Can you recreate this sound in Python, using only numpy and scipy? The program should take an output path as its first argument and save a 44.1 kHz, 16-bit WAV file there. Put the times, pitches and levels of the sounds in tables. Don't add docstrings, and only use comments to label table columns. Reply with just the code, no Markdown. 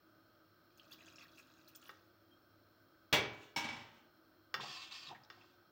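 import sys
import numpy as np
from scipy import signal
from scipy.fft import rfft, irfft, next_fast_len
from scipy.io import wavfile

SR = 44100
rng = np.random.default_rng(int(sys.argv[2]) if len(sys.argv) > 2 else 0)


def transcribe(u):
    v = np.clip(np.atleast_2d(u).T, -1, 1)
    q = np.round(v * 32767).astype(np.int16)
    wavfile.write(sys.argv[1], SR, q)


N = 251811
TIME = np.arange(N) / SR
CUTOFF_HZ = 15950


def from_db(db):
    return 10 ** (np.asarray(db) / 20)


def rms_one(x):
    return x / np.sqrt(np.mean(x ** 2) + 1e-20)


def gains(rows):
    seconds, *columns = np.transpose(rows)
    return [from_db(np.interp(TIME, seconds, c, left=-np.inf, right=-np.inf)) for c in columns]


def held(start, length, attack_s, release_s):
    age = np.maximum(TIME - start, 0)
    rise = 1 - np.exp(-age / attack_s)
    return rise * np.exp(-np.maximum(age - length, 0) / release_s)


def drift(rate):
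    return np.interp(TIME * rate, np.arange(2000), rng.standard_normal(2000))


def at_hz(points, hz):
    table_hz, value = np.transpose(points)
    return np.interp(np.log(hz + 1e-9), np.log(table_hz), value)


def colour(x, spectrum):
    size = next_fast_len(len(x))
    gain = from_db(at_hz(spectrum, np.fft.rfftfreq(size, 1 / SR)))
    return rms_one(irfft(rfft(x, size) * gain, size)[:len(x)])


def convolve(x, response):
    return signal.fftconvolve(x, response)[:N]


def low_pass(x, cut_hz):
    return signal.lfilter(*signal.butter(1, cut_hz, fs=SR), x)


def ring(clicks, hz, t60):
    radius, angle = from_db(-60 / (t60 * SR)), 2 * np.pi * hz / SR
    feedback = [1, -2 * radius * np.cos(angle), radius ** 2]
    return signal.lfilter([0, np.sin(angle)], feedback, clicks + 1e-18)


def resonance(x, hz, width_hz):
    radius = np.exp(-np.pi * width_hz / SR)
    feedback = [1, -2 * radius * np.cos(2 * np.pi * hz / SR), radius ** 2]
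    return (1 - radius ** 2) * signal.lfilter([1, 0, -1], feedback, x)


def resonate(x, peaks):
    return rms_one(sum((-1) ** k * from_db(db) * resonance(x, hz, width)
                       for k, (hz, width, db) in enumerate(peaks)))


def strikes(hits, spread_db=0):
    clicks = np.zeros(N)
    for start, db in hits:
        clicks[round(start * SR)] += from_db(db + spread_db * rng.standard_normal())
    return clicks


def grains(per_s, spread_db):
    sizes = from_db(spread_db * np.minimum(rng.exponential(1, N), 4))
    signs = rng.choice([-1, 1], N)
    return sizes * signs * (rng.random(N) < per_s / SR)


def bubbles(per_s, low_hz, high_hz, cycles, spread_db, count=24):
    born = grains(per_s, spread_db)
    size_class = rng.integers(0, count, N)
    cloud = 0
    for k, hz in enumerate(np.geomspace(low_hz, high_hz, count)):
        cloud = cloud + ring(born * (size_class == k), hz, cycles / hz) / hz
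    cloud = np.diff(cloud, prepend=0)
    soften = signal.butter(3, min(1.06 * high_hz, CUTOFF_HZ), fs=SR, output="sos")
    return rms_one(signal.sosfilt(soften, cloud))


def inside_pot(x, wall_db, t60=0.062):
    t = TIME[:SR // 6]
    bounces = rng.standard_normal(len(t)) * from_db(-60 * t / t60) * (t > .0007)
    direct = (t == 0)
    response = from_db(wall_db) * bounces / np.linalg.norm(bounces) + direct
    return convolve(x, response / np.linalg.norm(response))


# frequency in Hz, strength in dB per Hz.
FLAME = [(25, -5), (60, -3), (120, -0.5), (200, -0.5), (450, -5.5), (900, -11.5), (1500, -8), (2100, -15),
         (5000, -20), (7500, -30.5), (12000, -33.5), (16000, -27.5)]
# frequency in Hz, width in Hz, strength in dB.
HOLLOWS = [(101.6, 4.3, 4.5), (268, 6, -0.5), (316.4, 9.6, 5), (325.7, 11, 4), (353, 6.1, 2.5),
           (601, 77, -7.5), (1270, 90, -6), (1543, 65, -7), (3225, 27, -14.5), (4190, 190, -18),
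           (5420, 136, -20)]


def burner(level_db=-73.5):
    rush = from_db(-1.5) * colour(rng.standard_normal(N), FLAME)
    hollow = from_db(3.5) * resonate(rng.standard_normal(N), HOLLOWS)
    return from_db(level_db) * (rush + hollow)


# time in seconds, strength in dB.
FLOW = [(0.7, -87), (0.838, -70.5), (0.968, -68), (1.118, -68), (1.53, -72), (1.81, -74.5), (1.964, -75),
        (2.12, -86)]
# start in seconds, length in seconds, splash strength in dB, fine spray strength in dB.
GUSHES = [(0.773, 0.0043, -78, -71), (0.91, 0.03, -66, -80), (1.058, 0.023, -67.5, -100),
          (1.184, 0.054, -66, -103), (1.371, 0.035, -69.5, -78), (1.677, 0.012, -73, -77),
          (1.747, 0.014, -72.5, -71.5), (1.81, 0.1, -69.5, -81)]
# frequency in Hz, width in Hz, strength in dB.
POT_AIR = [(179, 53, -16), (259, 9.8, -7), (310, 7.9, 0.5), (672, 50, -10)]


def pour(fizz_db=-2.5, gurgle_db=-5.5, mist_db=-21, drum_db=-2, drum_follows=1.8):
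    flow, = gains(FLOW)
    splash, spray = from_db(fizz_db) * flow, from_db(mist_db) * flow
    for start, length, splash_db, spray_db in GUSHES:
        gush = held(start, length, attack_s=0.0039, release_s=0.005)
        splash = splash + from_db(splash_db) * gush
        spray = spray + from_db(spray_db) * gush
    fizz = bubbles(per_s=650, low_hz=2450, high_hz=6800, cycles=44, spread_db=3.5)
    gurgle = bubbles(per_s=400, low_hz=1115, high_hz=1890, cycles=19, spread_db=1.0)
    mist = bubbles(per_s=800, low_hz=6500, high_hz=15500, cycles=60, spread_db=4.5)
    weight = flow.max() * (flow / flow.max()) ** drum_follows
    drumming = from_db(drum_db) * weight * resonate(grains(per_s=730, spread_db=4.0), POT_AIR)
    return splash * (fizz + from_db(gurgle_db) * gurgle) + spray * mist + drumming


# start in seconds, peak level in dB before the pot's bounces, pitch in Hz.
DROPS = [(0.775, -60.5, 6340), (0.797, -48, 3050), (0.914, -57.5, 12100), (0.919, -49, 3460),
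         (0.927, -47.5, 4480), (1.007, -54, 2570), (1.159, -49.5, 5320), (1.183, -50, 2750),
         (1.21, -51.5, 2530), (1.253, -55, 1800), (1.677, -52.5, 4200), (1.75, -53.5, 8200),
         (1.754, -49.5, 5250), (4.634, -47, 820), (5.072, -41, 3740), (5.109, -45, 760),
         (5.149, -48.5, 1815), (5.236, -54, 4960), (5.412, -55.5, 2660)]


def drops(cycles=38, rise=0.02, onset_cycles=1.1, splinter_db=-9, splinter_s=0.016, count=4):
    out, t = np.zeros(N), TIME[:SR // 12]
    for start, db, hz in DROPS:
        family = [(start, db, hz)]
        for late, size in rng.random((count, 2)):
            splinter_hz = min(hz * 2 ** (size - .5), CUTOFF_HZ)
            family.append((start + splinter_s * late, db + splinter_db, splinter_hz))
        for born, level_db, pitch in family:
            age = t * pitch / cycles
            tone = np.sin(2 * np.pi * pitch * t * (1 + rise * np.minimum(age, 2)))
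            onset = 1 - np.exp(-t * pitch / onset_cycles)
            note = tone * onset * np.exp(-np.log(1000) * age)
            at = round(born * SR)
            out[at:at + len(t)] += from_db(level_db) * note[:N - at] / note.max()
    return out


# time in seconds, strength in dB, cut-off of the contact in Hz (lower is duller).
KNOCKS = [(1.8927, -8.5, 1380), (4.5416, 2.5, 9300), (4.61, -21, 12000), (5.301, -14, 7000)]
# frequency in Hz, strength in dB, time to fall by 60 dB in seconds.
POT_MODES = [(214, -26.5, 0.26), (337, -35.5, 0.17), (561, -15.5, 0.12), (722, -14, 0.046),
             (810, -67, 0.076), (1340, 7, 0.032), (1354, 10.5, 0.013), (1792, 0, 0.03), (2220, -3.5, 0.012),
             (2825, -4.5, 0.015), (3532, -6, 0.017), (4070, -14, 0.033), (4965, -1.5, 0.013),
             (5500, -19, 0.041), (6270, -6.5, 0.0024)]


def knocks(bounce_s=0.002548, bounce_db=-6, low_cut_hz=220, tick_db=-30, ring_db=-30.5):
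    push = np.zeros(N)
    for start, db, cut_hz in KNOCKS:
        push += low_pass(strikes([(start, db), (start + bounce_s, db + bounce_db)]), cut_hz)
    push = signal.lfilter(*signal.butter(2, low_cut_hz, "high", fs=SR), push)
    wall = sum((-1) ** k * from_db(db) * ring(push, hz, t60) for k, (hz, db, t60) in enumerate(POT_MODES))
    return from_db(tick_db) * push + from_db(ring_db) * wall


def squeak(start=2.305, length=0.03, pitch_hz=3220, level_db=-72, waver_hz=30):
    note = rms_one(np.sin(2 * np.pi * np.cumsum(pitch_hz + waver_hz * drift(150)) / SR))
    return from_db(level_db) * held(start, length, attack_s=0.0069, release_s=0.025) * note


# frequency in Hz, time to fall by 60 dB in seconds, which each use scales.
KITCHEN = [(100, 0.8), (400, 0.87), (1500, 0.74), (4000, 0.59), (7000, 0.43), (11000, 0.26), (16000, 0.25)]


def dying_noise(spectrum, t60_scale):
    noise = rfft(colour(rng.standard_normal(SR), spectrum))
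    hz = np.arange(SR // 2 + 1)
    edges = np.geomspace(20, 20000, 13)
    out = 0
    for low, high in zip(edges, edges[1:]):
        band = irfft(noise * (hz >= low) * (hz < high), SR)
        t60 = t60_scale * at_hz(KITCHEN, np.sqrt(low * high))
        out = out + band * 1e-3 ** (TIME[:SR] / t60)
    return out


def faint_modes(spectrum, t60_scale, count=300):
    t = TIME[:SR * 3 // 4].astype(np.float32)
    places = np.arange(count) + rng.random(count)
    pitches = np.interp(places, [0, 2 * count / 3, count], [320, 6500, CUTOFF_HZ])
    sizes = from_db(at_hz(spectrum, pitches) + 3 * rng.standard_normal(count))
    sizes *= np.sqrt(2 / np.sum(sizes ** 2)) * rng.choice([-1, 1], count)
    decays = np.log(1000) / (t60_scale * at_hz(KITCHEN, pitches))
    phases = rng.uniform(0, 2 * np.pi, count)
    return sum(size * np.sin(float(2 * np.pi * hz) * t + float(phase)) * np.exp(-float(decay) * t)
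               for size, hz, decay, phase in zip(sizes, pitches, decays, phases))


def steel_dish(hits, modes, clatter, ring_db, rering_db, soft_hz, crowd_db, crash_db,
               crowd_scale, crash_scale, spread_s=.0009):
    landing = strikes(hits[:1])
    rocking = low_pass(strikes(hits[1:]), soft_hz)
    tones = 0
    for hz, db, t60 in modes:
        again = low_pass(strikes(hits[1:], spread_db=5.5), soft_hz) * rng.choice([-1, 1])
        push = landing + from_db(rering_db) * again
        tones = tones + from_db(db) * rng.choice([-1, 1]) * ring(push, hz, t60)
    swell = 1 - np.exp(-np.maximum(TIME - hits[0][0], 0) / spread_s)
    crash = convolve(landing + rocking, dying_noise(clatter, crash_scale))
    crowd = convolve(landing + rocking, faint_modes(clatter, crowd_scale))
    return swell * (from_db(ring_db) * tones + from_db(crowd_db) * crowd + from_db(crash_db) * crash)


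# time in seconds, strength in dB.
BOWL_HITS = [(3.1265, 1), (3.1335, -22), (3.1415, -15.5)]
# frequency in Hz, strength in dB, time to fall by 60 dB in seconds.
BOWL_MODES = [(118, -19, .45), (188, -11, .45), (242, -18, .45), (311, -13, .45), (410, -24, 1.2),
              (427, -14, .65), (581, -13, .45), (851, -13, .47), (949, -14, .45), (1599, -14, .3),
              (1701, -23, .9), (1966, -6, .25), (2138, -13, .45), (2285, -2, .47), (2676, -13, .3),
              (2756, -9, .42), (2880, -1, .25), (3270, -5, .3), (3428, -1, .27), (3572, -8, .3),
              (3704, -11, .23), (3755, -9, .3), (3844, -8, .23), (4155, -11, .22), (4240, -16, .28),
              (4510, -13, .34), (4646, -18, .3), (5626, -24, .3), (6035, -18, .2), (7343, -24, .21)]
# frequency in Hz, strength in dB per Hz.
BOWL_CLATTER = [(35, -26.5), (60, -30.5), (100, 2.5), (170, -3.5), (400, 0), (900, -0.5), (1300, -3),
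                (2300, -0.5), (3500, -4), (5000, -9.5), (7000, -11.5), (10000, -25), (16000, -26)]


def bowl():
    return steel_dish(BOWL_HITS, BOWL_MODES, BOWL_CLATTER, ring_db=-32, rering_db=0.5, soft_hz=7000,
                      crowd_db=-37.5, crash_db=-29.0, crowd_scale=0.88, crash_scale=0.54)


# time in seconds, strength in dB.
NUDGE = [(3.33, -67), (3.38, -72), (3.43, -64), (3.48, -71), (3.54, -82)]
# frequency in Hz, strength in dB per Hz.
RASP = [(400, -51), (1000, 2.5), (2200, 1.5), (2800, 10.5), (5000, -3), (6800, -1.5), (8000, -12),
        (11000, -26), (16000, -26)]


def nudge(singing_db=-25.5):
    strength, = gains(NUDGE)
    slips = grains(per_s=2800, spread_db=1.5) * strength
    singing = sum(from_db(db) * ring(slips, hz, t60) for hz, db, t60 in BOWL_MODES)
    rasp = strength * colour(grains(per_s=2900, spread_db=1), RASP)
    return from_db(singing_db) * singing + rasp


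# time in seconds, strength in dB.
LID_LANDING = [(3.5615, 1), (3.590, -15), (3.612, -16.5)]


def lid_contacts(count=18, start=3.643, gap_s=0.0455, shrink=0.88, first_db=-3.5, loss_db=4, whirr_db=-34.5):
    k = np.arange(count)
    times = start + gap_s * (1 - shrink ** k) / (1 - shrink)
    return list(LID_LANDING) + list(zip(times, np.maximum(first_db - loss_db * k, whirr_db)))


# frequency in Hz, strength in dB, time to fall by 60 dB in seconds.
LID_MODES = [(309, -15, .65), (765, -11, .3), (816, -9, .3), (855, -9, .3), (944, -3, .48), (980, -13, .4),
             (1626, -10, .4), (1685, -17, .6), (2228, -1, .35), (2275, -9, .4), (2299, -7, .4),
             (2660, -14, .5), (2888, -13, .6), (3381, -17, .55), (3725, -13, .45), (4037, -19, .38),
             (5300, -8, .14), (5387, -5, .2), (5423, -9, .18), (5550, -10, .18), (5647, -21, .45),
             (6288, -15, .25), (8608, -26, .25)]
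# frequency in Hz, strength in dB per Hz.
LID_CLATTER = [(35, -43), (60, -1), (110, 5.5), (300, 3), (500, -6), (850, 4.5), (1200, 0.5), (3000, 3.5),
               (5500, -6), (7000, -4.5), (10000, -19.5), (16000, -23)]


def lid():
    return steel_dish(lid_contacts(), LID_MODES, LID_CLATTER, ring_db=-38, rering_db=-10.5, soft_hz=4530,
                      crowd_db=-45.5, crash_db=-41.5, crowd_scale=0.93, crash_scale=0.71)


# time of the crest in seconds, strength in dB, rise in seconds, fall in seconds.
WAVES = [(4.3, -81, 0.037, 0.08), (4.6, -53, 0.024, 0.078), (5.115, -56.5, 0.037, 0.039),
         (5.41, -72.5, 0.12, 0.13)]


def slosh():
    swell = sum(from_db(db) * np.exp(-np.maximum((crest - TIME) / rise, (TIME - crest) / fall))
                for crest, db, rise, fall in WAVES)
    plops = from_db(0.5) * bubbles(per_s=600, low_hz=630, high_hz=2330, cycles=16, spread_db=5.5)
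    churn = from_db(-6.0) * bubbles(per_s=360, low_hz=140, high_hz=550, cycles=11.0, spread_db=0)
    return swell * (plops + churn)


# start in seconds, length in seconds, strength in dB, sag in dB per second.
STROKES = [(4.603, 0.232, -49.5, 4), (4.909, 0.18, -50.5, 36), (5.31, 0.22, -71, 21)]
# frequency in Hz, width in Hz, strength in dB.
SCRAPE_PEAKS = [(791, 60, -7), (1160, 70, -7), (1780, 180, -8), (2100, 50, -11), (2760, 60, 0),
                (2930, 60, -4), (3280, 160, -4), (3630, 140, -6), (4165, 60, -3), (4470, 50, -6),
                (4770, 100, -6), (5520, 70, -8), (6460, 50, -13)]
# frequency in Hz, change in dB.
RASP_TILT = [(1000, 1.5), (4000, 0), (8000, 3.5), (15000, 6)]


def scrape(judder_db=1.2, rasp_hz=3860, rasp_rise_hz=991, rasp_width_hz=600):
    pressure, speed = 0, np.zeros(N)
    for start, length, db, sag_db_per_s in STROKES:
        age = np.maximum(TIME - start, 0)
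        sagging = from_db(db - sag_db_per_s * np.minimum(age, length))
        pressure = pressure + sagging * held(start, length, attack_s=0.0018, release_s=0.053)
        speed = np.where(TIME < start, speed, np.sin(np.pi * np.minimum(age / length, 3 / 2)))
    slips = grains(per_s=2500, spread_db=3.0) * from_db(judder_db * drift(70))
    turn = 2 * np.pi * np.cumsum(rasp_hz + rasp_rise_hz * speed) / SR
    slow = signal.lfilter(*signal.butter(2, rasp_width_hz, fs=SR), slips)
    moving = from_db(-7) * rms_one(slow * np.cos(turn))
    peaks = from_db(-9.0) * resonate(slips, SCRAPE_PEAKS)
    rasp = from_db(-6) * colour(slips, RASP)
    crowd = convolve(slips, faint_modes(RASP, t60_scale=0.22, count=150))
    partials = from_db(-6.5) * colour(crowd, RASP_TILT)
    return pressure * (peaks + rasp + partials + moving)


def kitchen(x, delay_s=.006):
    tail = dying_noise([(100, 3.5), (2000, -10), (6000, -9.5), (16000, -2.0)], t60_scale=0.66)
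    tail = np.concatenate([np.zeros(round(delay_s * SR)), tail])
    return convolve(x, tail / np.sqrt(np.sum(tail ** 2)))


def scene():
    flame = burner()
    water = inside_pot(pour() + drops(), wall_db=-3.0)
    ladle = inside_pot(knocks(), wall_db=-2.5, t60=0.063)
    dishes = bowl() + lid()
    stirring = inside_pot(slosh() + scrape(), wall_db=-2.0)
    sent = from_db(-9) * water + from_db(-5.5) * ladle + from_db(-17.5) * stirring + from_db(-13.0) * dishes
    mix = flame + water + ladle + squeak() + dishes + nudge() + stirring + kitchen(sent)
    return mix[None]


def record(dry, port_hz=15200, port_width_hz=1100, port_db=16, low_cut_hz=50):
    dry = signal.sosfilt(signal.butter(2, low_cut_hz, "high", fs=SR, output="sos"), dry)
    port = resonance(dry, port_hz, port_width_hz) / 2
    treble_cut = signal.ellip(12, .2, 70, CUTOFF_HZ, fs=SR, output="sos")
    return signal.sosfilt(treble_cut, dry + from_db(port_db) * port)


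dry = scene()
out = record(dry)
transcribe(out)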